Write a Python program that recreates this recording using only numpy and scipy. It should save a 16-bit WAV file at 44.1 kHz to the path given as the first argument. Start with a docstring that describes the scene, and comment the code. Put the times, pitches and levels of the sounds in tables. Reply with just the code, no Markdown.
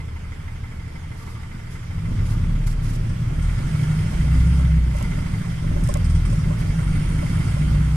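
"""A four-cylinder diesel heard inside a city bus: it idles, pulls away, drops its revs at a gear change, pulls again.
Sines at multiples of the firing rate and shaped noise boom in the cabin; each firing knocks the head, rings the
block and bursts noise. The turbo whistles as a flickering band, air hisses in puffs, a loose panel knocks off to
the right, fittings tick and a faint tone hangs behind. Two microphone ports a hand apart."""
import sys
import numpy as np
from scipy import signal
from scipy.fft import rfft, irfft, next_fast_len
from scipy.io import wavfile
from scipy.ndimage import uniform_filter1d, map_coordinates

SR = 44100
rng = np.random.default_rng(int(sys.argv[2]) if len(sys.argv) > 2 else 0)


def waveform_to_disk(signal):
    """Save audio, clipped to [-1, 1], as 16-bit WAV at the path in sys.argv[1]."""
    frames = np.transpose(np.atleast_2d(signal))
    scaled = np.clip(frames, -1, 1) * 32767
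    samples = np.round(scaled).astype(np.int16)
    wavfile.write(sys.argv[1], SR, samples)


N = 351014

# engine treble before fixed lifts: t/s, clatter level/dB, head knock level/dB
TREBLE_COURSE = [(0, -48.5, -55.5), (1.95, -47, -57), (2.2, -44.5, -56.5), (2.6, -45.5, -56),
                 (3.3, -44.5, -67), (3.45, -42.5, -52), (3.94, -41, -53.5), (4.57, -41.5, -52.5),
                 (4.81, -44.5, -53.5), (5.05, -42, -46.5), (5.5, -43, -54.5), (6.36, -42.5, -55.5),
                 (7.47, -40.5, -50), (7.96, -42.5, -58)]
# how hard the engine works: t/s, torque level/dB, body rumble level/dB
LOAD_COURSE = [(0, -7.5, -9.5), (1.8, -13, -9.5), (2.13, 2, 1.5), (2.4, 3, 2), (2.7, -1.5, -1.5),
               (3.1, -4, 1), (3.45, -2, -1), (3.62, -3, 2), (3.9, 2.5, 1), (4.1, -6.5, 3), (4.35, 1.5, 3),
               (4.75, -0.5, 2), (4.96, -14, 0), (5.14, -4, 3), (5.58, -11, -2), (5.72, -10, 5.5),
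               (6.13, 3.5, 1.5), (6.4, -8, 3.5), (6.9, -1.5, 3), (7.3, -6.5, 4), (7.78, 3, 4.5),
               (7.96, 0, -3.5)]
# cabin resonances, for the weak orders and the rumble: f/Hz, relative level/dB (per Hz for noise)
CABIN_RESPONSE = [(15, -3.5), (45, -14), (76, 0.5), (100, 2.5), (122, 4.5), (137, -9.5), (152, 3.5),
                  (175, -1.5), (205, -22.5), (260, -54)]
CLATTER_MID_DB = -44  # middle clatter, from which ring, hiss and intake grow


def amp(db):
    """Amplitude factor of a level in dB."""
    return 10 ** (np.asarray(db) / 20)


def unit(x):
    """x scaled to rms 1."""
    return x / np.sqrt(np.mean(x ** 2) + 1e-20)


def along(points, hz):
    """Interpolates (Hz, value) points on a log frequency axis."""
    f, value = np.transpose(points)
    return np.interp(np.log(hz + 1), np.log(f + 1), value)


def curves(rows):
    """One value per sample for each column after the time."""
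    s, *columns = np.transpose(rows)
    return [np.interp(np.arange(N) / SR, s, column) for column in columns]


def wobble(rate):
    """A smooth random curve with rate knots a second."""
    knots = rng.standard_normal(int(N * rate / SR) + 4)
    return map_coordinates(knots, [np.arange(N) * rate / SR])


def filtered(x, response):
    """x times a complex response of frequency."""
    m = next_fast_len(N + SR // 2)
    return irfft(rfft(x, m) * response(np.fft.rfftfreq(m, 1 / SR)), m)[..., :N]


def noise(spectrum, alike, patchy_db):
    """Stereo noise of rms 1 with patches of random gain; alike is the correlation between the ports."""
    z = signal.stft(rng.standard_normal((2, N)), nperseg=512)[2]
    field = uniform_filter1d(rng.standard_normal(z.shape[1:]), 6, 0)  # smooth over frequency
    field = uniform_filter1d(field, 8, 1)  # smooth over time
    patchy = signal.istft(z * amp(patchy_db * unit(field)), nperseg=512)[1][:, :N]
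    top_hz = spectrum[-1][0]
    shaped = filtered(patchy, lambda hz: amp(along(spectrum, hz)) * (hz < top_hz))
    turn = np.arccos(np.clip(alike, -1, 1)) / 2
    mid, side = shaped * [[np.cos(turn)], [np.sin(turn)]]
    return unit(np.array([mid + side, mid - side]))


def struck(hits, modes, scatter_db, attack):
    """Each (s, dB) blow rings decaying sine modes (Hz, dB, t60 s) at new strengths; attack in s."""
    out, t = np.zeros(N + SR), np.arange(SR // 8) / SR
    hz, level, t60 = np.transpose(modes)[:, :, None]
    onset = (1 - np.exp(-t / attack)) ** 2
    rings = amp(level - 60 * t / t60) * np.sin(2 * np.pi * hz * t) * onset
    spreads = rng.standard_normal((len(hits), len(modes)))
    for (s, db), spread in zip(hits, spreads):
        out[round(s * SR):][:len(t)] += amp(db + scatter_db * spread) @ rings
    return out[:N]


def bursts(hits, t60, spectrum):
    """Noise that starts at once at each (s, dB) hit and dies away."""
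    blows = np.zeros(N)
    blows[[round(s * SR) for s, db in hits]] = [amp(db) for s, db in hits]
    fade = amp(-60 * np.arange(SR // 5) / SR / t60)
    return signal.fftconvolve(blows, fade)[:N] * noise(spectrum, alike=0.039, patchy_db=1)


def swells(rows):
    """Flat-topped swells from (s, half length s, dB) rows."""
    t = np.arange(N) / SR
    return sum(amp(db) * np.exp(-((t - s) / half) ** 4) for s, half, db in rows)


def steady(x):
    """x held near rms 1 over a running half second, whatever the engine speed."""
    return x / np.sqrt(np.abs(uniform_filter1d(x ** 2, SR // 2)) + 1e-9)


def late_left(pair, seconds):
    """The sound reaches the left port later than the right one."""
    return filtered(pair, lambda hz: np.exp(-1j * np.pi * hz * seconds * np.array([[1], [-1]])))


def engine_side(pair):
    """The engine's sound reaches the left port at a later phase."""
    # left port behind the right: f/Hz, phase lag/rad
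    phase_lag = [(200, .2), (344, 1), (470, 2.1), (730, 3), (1100, 6.1), (1900, 5.6), (2050, 4.7),
                 (2300, 5.7), (3200, 5.2)]
    return filtered(pair, lambda hz: np.exp(-.5j * along(phase_lag, hz) * np.array([[1], [-1]])))


def fan():
    """A thin, slightly unsteady sine, perhaps a heater fan."""
    # faint tone: t/s, f/Hz, level/dB
    fan_tone = [(0, 451.3, -59.5), (2, 453, -61.5), (2.5, 447, -54), (2.9, 440.5, -54.5), (3.2, 443, -66)]
    hz, db = curves(fan_tone)
    return amp(db + 1.6 * wobble(4.7)) * np.sin(2 * np.pi * np.cumsum(hz) / SR)


def rough_swell():
    """Brief rough noise swells in the middle range, at idle and on pulling away."""
    # swells: t/s, half length/s, level/dB
    swell_times = [(1.315, 0.17, -52.5), (2.348, 0.16, -51.5)]
    # their noise: f/Hz, level/dB per Hz
    rough_spectrum = [(750, -29), (900, 6), (1040, -8), (1160, 7.5), (1330, -3), (1700, -14)]
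    return amp(1.5 * wobble(39.2)) * swells(swell_times) * noise(rough_spectrum, alike=0.76, patchy_db=3)


def chuffs():
    """Short chuffs high up: noise that starts at once and dies away."""
    # chuffs: t/s, level/dB
    chuff_hits = [(3.093, -48), (3.424, -44), (5.84, -43), (5.89, -40), (6.044, -40.5), (6.097, -44),
                  (6.15, -43), (6.252, -41.5), (6.298, -47), (6.325, -45)]
    # their noise: f/Hz, level/dB per Hz
    chuff_spectrum = [(4000, -34), (5000, 2), (6100, -3.5), (7200, -7), (8700, 4), (9600, -4), (11500, -48)]
    return bursts(chuff_hits, 0.17, chuff_spectrum)


def fitting_ticks():
    """Fittings tick: short high modes ring together with a spit of noise."""
    # ticks: t/s, relative level/dB
    tick_hits = [(2.6694, -39), (4.944, -41), (4.9675, -35), (4.9857, -35), (5.026, -30), (5.8376, -30.5),
                 (5.874, -32), (5.888, -31), (5.94, -19), (5.9713, -31)]
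    # modes of a fitting: f/Hz, relative level/dB, t60/s
    fitting_modes = [(6570, 3, 0.011), (7730, 5, 0.011), (9300, 1, 0.0098)]
    # noise of a tick: f/Hz, level/dB per Hz
    spit_spectrum = [(1500, -20), (2600, 0), (4200, -6), (7500, 0), (11500, -2), (13200, -20), (15500, -38)]
    ring = struck(tick_hits, fitting_modes, scatter_db=-2.0, attack=0.00034)
    return amp(-9) * ring + amp(-2.5) * bursts(tick_hits, 0.012, spit_spectrum)


def panel_knocks():
    """A loose panel off to the right: detuned modes swell in softly over a burst of noise that starts at once."""
    # knocks: t/s, relative level/dB
    knock_hits = [(4.245, -32), (4.595, -30), (4.947, -28), (5.007, -28.5), (5.175, -32), (5.639, -33),
                  (5.705, -33), (5.764, -28), (5.889, -18.5), (5.954, -21), (6.323, -30), (6.505, -28),
                  (6.787, -33), (7.224, -26.5), (7.566, -29)]
    # modes of the panel: f/Hz, relative level/dB, t60/s
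    panel_modes = [(580, 0, .027), (680, -8, .024), (1050, -6, .025)]
    # noise under each knock: f/Hz, level/dB per Hz
    knock_spectrum = [(380, -5), (600, -8), (1050, -17), (1400, -22)]
    thud = np.zeros(N)
    for hit in knock_hits:
        detune = 1 + .022 * rng.standard_normal(len(panel_modes))  # never held the same way twice
        modes = [(hz * d, db, t60) for (hz, db, t60), d in zip(panel_modes, detune)]
        thud += struck([hit], modes, scatter_db=1.2, attack=.016)  # a padded contact swells in slowly
    placed = late_left(thud * amp([[30], [31]]), seconds=0.00062)
    return placed + amp(-20) * bursts(knock_hits, 0.37, knock_spectrum)


def air_puffs():
    """Short puffs of air: flat-topped swells of flickering noise."""
    # puffs: t/s, half length/s, level/dB
    puff_times = [(1.26, 0.11, -54), (1.736, 0.032, -51.5), (2.297, 0.054, -48.5), (2.673, 0.0093, -44.5),
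                  (2.709, 0.032, -49.5), (2.873, 0.045, -45), (2.948, 0.018, -46), (3.824, 0.043, -49),
                  (5, 0.062, -49.5), (5.51, 0.023, -50), (5.864, 0.026, -47), (6.603, 0.018, -49)]
    # their noise: f/Hz, level/dB per Hz
    puff_spectrum = [(3000, 7), (5000, 11), (8000, 8), (11000, 8.5), (14000, -8), (15800, -18)]
    return swells(puff_times) * amp(1.8 * wobble(60)) * noise(puff_spectrum, alike=.05, patchy_db=1.5)


def air_hiss(gate):
    """Intake and street hiss grow with the clatter; the wide hiss also pulses with the firings."""
    # wide hiss: f/Hz, level/dB per Hz
    hiss_spectrum = [(2060, 3.5), (3500, 8), (4070, 5), (4910, 10.5), (6340, 6), (9340, 4.5), (12200, -4),
                     (14500, -13), (15600, -14)]
    # breathy band of the intake: f/Hz, level/dB per Hz
    intake_spectrum = [(7800, -16), (8500, -5), (9200, -7), (9900, -8)]
    above_mid = curves(TREBLE_COURSE)[0] - CLATTER_MID_DB
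    # levels in dB at middle clatter, growth in dB per clatter dB
    hiss_db = -50 + 1.29 * above_mid + 0.34 * wobble(14)
    intake_db = -61.5 + 3.5 * above_mid
    hiss = unit(gate ** .5 * noise(hiss_spectrum, alike=0.0073, patchy_db=1.8))
    return amp(hiss_db) * hiss + amp(intake_db) * noise(intake_spectrum, alike=0.046, patchy_db=1.0)


def turbo():
    """The turbo's breathy whistle: a gliding sine, randomly modulated at each port."""
    # whistle: t/s, f/Hz, level/dB
    whistle = [(3.6, 8000, -80), (4.2, 8700, -64), (4.62, 9500, -53), (4.76, 8700, -60), (4.8, 8600, -90),
               (6.65, 8400, -92), (6.8, 8750, -52), (6.95, 9100, -49), (7.15, 9560, -52), (7.4, 10200, -55),
               (7.7, 10950, -61), (7.96, 11450, -70)]
    hz, db = curves(whistle)
    # widens the line to a flickering band
    blur = np.array([wobble(220), wobble(220)]) * amp(1.5 * wobble(20))
    return amp(db) * blur * np.sin(2 * np.pi * np.cumsum(hz) / SR)


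def road_shudder():
    """Deep shudder through the wheels: slowly wavering low noise, nearly alike at both ports."""
    # shudder: f/Hz, level/dB per Hz
    road_spectrum = [(20, -8), (40, 5), (62, -14)]
    road_db = -33 + 2.6 * wobble(4.14)  # at body rumble 0
    return amp(road_db) * noise(road_spectrum, alike=.998, patchy_db=-0.5)


def floor_roar(firings, load_db):
    """The floor roars with the cabin rumble, throbbing once a firing."""
    # roar: f/Hz, level/dB per Hz
    floor_spectrum = [(170, -6), (210, 5.5), (228, -6.5), (247, 2), (275, -5), (330, -8), (450, -18),
                      (600, -13), (850, -27)]
    throb = 1 + .3 * np.cos(2 * np.pi * firings)
    roar = engine_side(throb * noise(floor_spectrum, alike=.9, patchy_db=1.5))
    return amp(-37.5 + 0.96 * load_db) * roar  # dB at load 0, then per load dB


def firing_blows(firings):
    """Time (s) and strength (dB) of each firing, and a noise gate that jumps up and decays with it."""
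    # knock of each cylinder in firing order: relative level/dB
    cylinder_db = [0, -12, -4, -12]
    count = np.arange(int(firings[-1]))
    times = np.interp(count, firings, np.arange(N) / SR)
    strength = np.resize(cylinder_db, len(count)) + rng.standard_normal(len(count))
    now = firings.astype(int)
    gate = 1 + 0.42 * amp(np.append(strength, 0)[now]) * np.exp(-3 * (firings - now))
    return times, strength, gate


def clatter(times, strength, gate):
    """Each firing knocks the head, rings the block and its cover and bursts noise; the cylinders differ."""
    # cylinder head modes: f/Hz, relative level/dB, t60/s
    head_modes = [(915, -5, .07), (1330, -5, .04), (1650, -8, .03), (2060, 0, .085), (2240, -11, .1),
                  (3180, -12, .04), (9200, -22, .03)]
    # engine block modes: f/Hz, relative level/dB, t60/s
    block_modes = [(1216, -13, 0.11), (1329, -8.5, 0.19), (1423.4, 0, 0.14), (2705, -5.5, 0.097),
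                   (3150, 5.5, 0.047)]
    # one thin cover on the block: f/Hz, relative level/dB, t60/s
    cover_modes = [(2240, 0, .12)]
    # level of the cover: t/s, level/dB
    cover_course = [(0, -76), (3.2, -78), (3.7, -55), (5.2, -82), (5.7, -76), (6.4, -79), (6.75, -53.5),
                    (7.85, -62), (7.96, -74)]
    # burst noise: f/Hz, level/dB per Hz
    burst_spectrum = [(380, -5), (450, -4), (590, -12.5), (740, -7), (900, -7.5), (1250, -6.5), (1750, -8),
                      (2100, -7), (2600, -14), (3300, -15), (4000, -25), (5000, -32)]
    clatter_db, knock_db = curves(TREBLE_COURSE)
    torque_db = curves(LOAD_COURSE)[0]
    # dB at middle clatter and torque 0, then per clatter dB and per torque dB
    ring_db = -55 + 1.67 * (clatter_db - CLATTER_MID_DB) + 0.21 * torque_db
    cover_db = curves(cover_course)[0] + 1.6 * wobble(7)

    knock = struck(np.transpose([times, strength]), head_modes, scatter_db=1.5, attack=.004)
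    uneven_db = 0.5 * strength + 1.5 * rng.standard_normal(len(times))
    chatter = np.transpose([times, uneven_db])
    shared, left, right = (struck(chatter, block_modes, scatter_db=4, attack=0.005) for _ in range(3))
    ring = 0.56 * shared + np.array([left, right])
    cover = struck(chatter, cover_modes, scatter_db=4, attack=.005)
    burst = unit(gate * noise(burst_spectrum, alike=0.25, patchy_db=1.5))

    block = amp(clatter_db + 1.3) * burst + amp(knock_db + 3.0) * steady(knock)
    block = block + amp(ring_db) * steady(ring) + amp(cover_db) * steady(cover)
    return engine_side(block)


def weak_orders(firings, rate):
    """Weaker hums of the engine, each swelling while it passes a cabin resonance."""
    # weaker hums: multiple of firing rate, relative level/dB
    order_levels = [(1.75, -8), (2.25, -16.5), (2.75, -9.5), (3.25, -16.5), (3.5, -3.5), (4.5, -3.5),
                    (5.001, -10.5), (5.999, -13.5)]
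    drone = np.zeros(N)
    for k, db in order_levels:
        level_db = db + along(CABIN_RESPONSE, k * rate) + 3 * wobble(3)
        drone += amp(level_db) * np.sin(2 * np.pi * k * firings + .6 * wobble(6))
    return drone


def strong_orders(firings, rate):
    """Strong overtones of the firing rate, each swelling while it passes a cabin resonance."""
    # overtones: multiple of firing rate
    hum_orders = [2, 2.5, 3, 4]
    # relative level of each overtone/dB
    hum_levels = [3.5, -3, -3, -6.5]
    # growth of each overtone/dB per Hz of firing rate above 55 Hz
    hum_growth = [-0.052, 0.15, -0.14, 0.13]
    # the cabin's answer to them: f/Hz, level/dB
    boom_response = [(66, -45.5), (77, -22), (86, -30.5), (97, -39.5), (121, -31.5), (135, -24), (151, -17),
                     (175, -23.5), (194, -48), (211, -26), (228, -47), (250, -32), (280, -53)]
    hum = np.zeros(N)
    for k, db, grows in zip(hum_orders, hum_levels, hum_growth):
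        level_db = db + grows * (rate - 55) + along(boom_response, k * rate) + .8 * wobble(6)
        hum += amp(level_db) * np.sin(2 * np.pi * k * firings)
    return hum


def firing_tone(firings):
    """One sine cycle a firing, shaking the body."""
    # firing tone: t/s, peak level/dB
    firing_course = [(0, -38), (0.6, -33), (0.8, -37), (1.9, -36), (2.15, -30), (2.3, -21), (2.47, -17),
                     (2.9, -21), (3.15, -29), (3.3, -27), (3.46, -15.5), (3.58, -27), (3.8, -32),
                     (4.05, -27), (4.38, -12), (4.6, -14.5), (4.78, -12.5), (5.02, -22), (5.4, -38),
                     (5.7, -30), (5.9, -25), (6.15, -15.5), (6.35, -23), (6.55, -22), (7.2, -27),
                     (7.47, -26), (7.75, -16), (7.96, -17.5)]
    return amp(curves(firing_course)[0]) * np.sin(2 * np.pi * firings)


def boom(firings, rate):
    """Engine hums swell with torque; weak orders, cabin rumble, shudder and roar follow the body load."""
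    torque_db, load_db = curves(LOAD_COURSE)
    rumble = noise(CABIN_RESPONSE, alike=0.98, patchy_db=0.5)
    body = amp(-28.5) * weak_orders(firings, rate) + amp(-27) * rumble + road_shudder()  # at load 0
    hum = amp(torque_db) * strong_orders(firings, rate)
    return firing_tone(firings) + hum + amp(load_db) * body + floor_roar(firings, load_db)


def scene():
    """Sums the cabin's small sounds, the air and the engine, all engine parts on one firing count."""
    # engine speed: t/s, firing rate/Hz
    speed_course = [(0, 25.2), (1.8, 25.1), (2.1, 29), (2.4, 33.8), (2.55, 34.7), (2.72, 33.2), (3.02, 32),
                    (3.18, 32.6), (3.45, 40), (3.74, 49.5), (4.06, 52.5), (4.22, 58.6), (4.52, 67),
                    (4.64, 66.3), (4.82, 61), (5.25, 53), (5.7, 44.2), (6.13, 39), (6.42, 44), (6.9, 48.8),
                    (7.3, 54.5), (7.66, 59.8), (7.96, 60.9)]
    rate = curves(speed_course)[0]
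    firings = np.cumsum(rate) / SR
    times, strength, gate = firing_blows(firings)
    small = fan() + rough_swell() + chuffs() + fitting_ticks() + panel_knocks()
    air = air_puffs() + air_hiss(gate) + turbo()
    return small + air + clatter(times, strength, gate) + boom(firings, rate)


def record(dry):
    """The right port hears more treble; nothing passes above the band limit."""
    # difference of the ports: f/Hz, left minus right level/dB
    port_balance = [(110, 0), (200, -1.5), (600, -5), (1300, -2.5), (2400, -4.5), (4400, -1.5), (8000, -2),
                    (15000, -9.5)]
    top_hz = 15746
    sides = np.array([[1], [-1]])
    return filtered(dry, lambda hz: amp(along(port_balance, hz) / 2 * sides) * (hz < top_hz))


dry = scene()
out = record(dry)
waveform_to_disk(out)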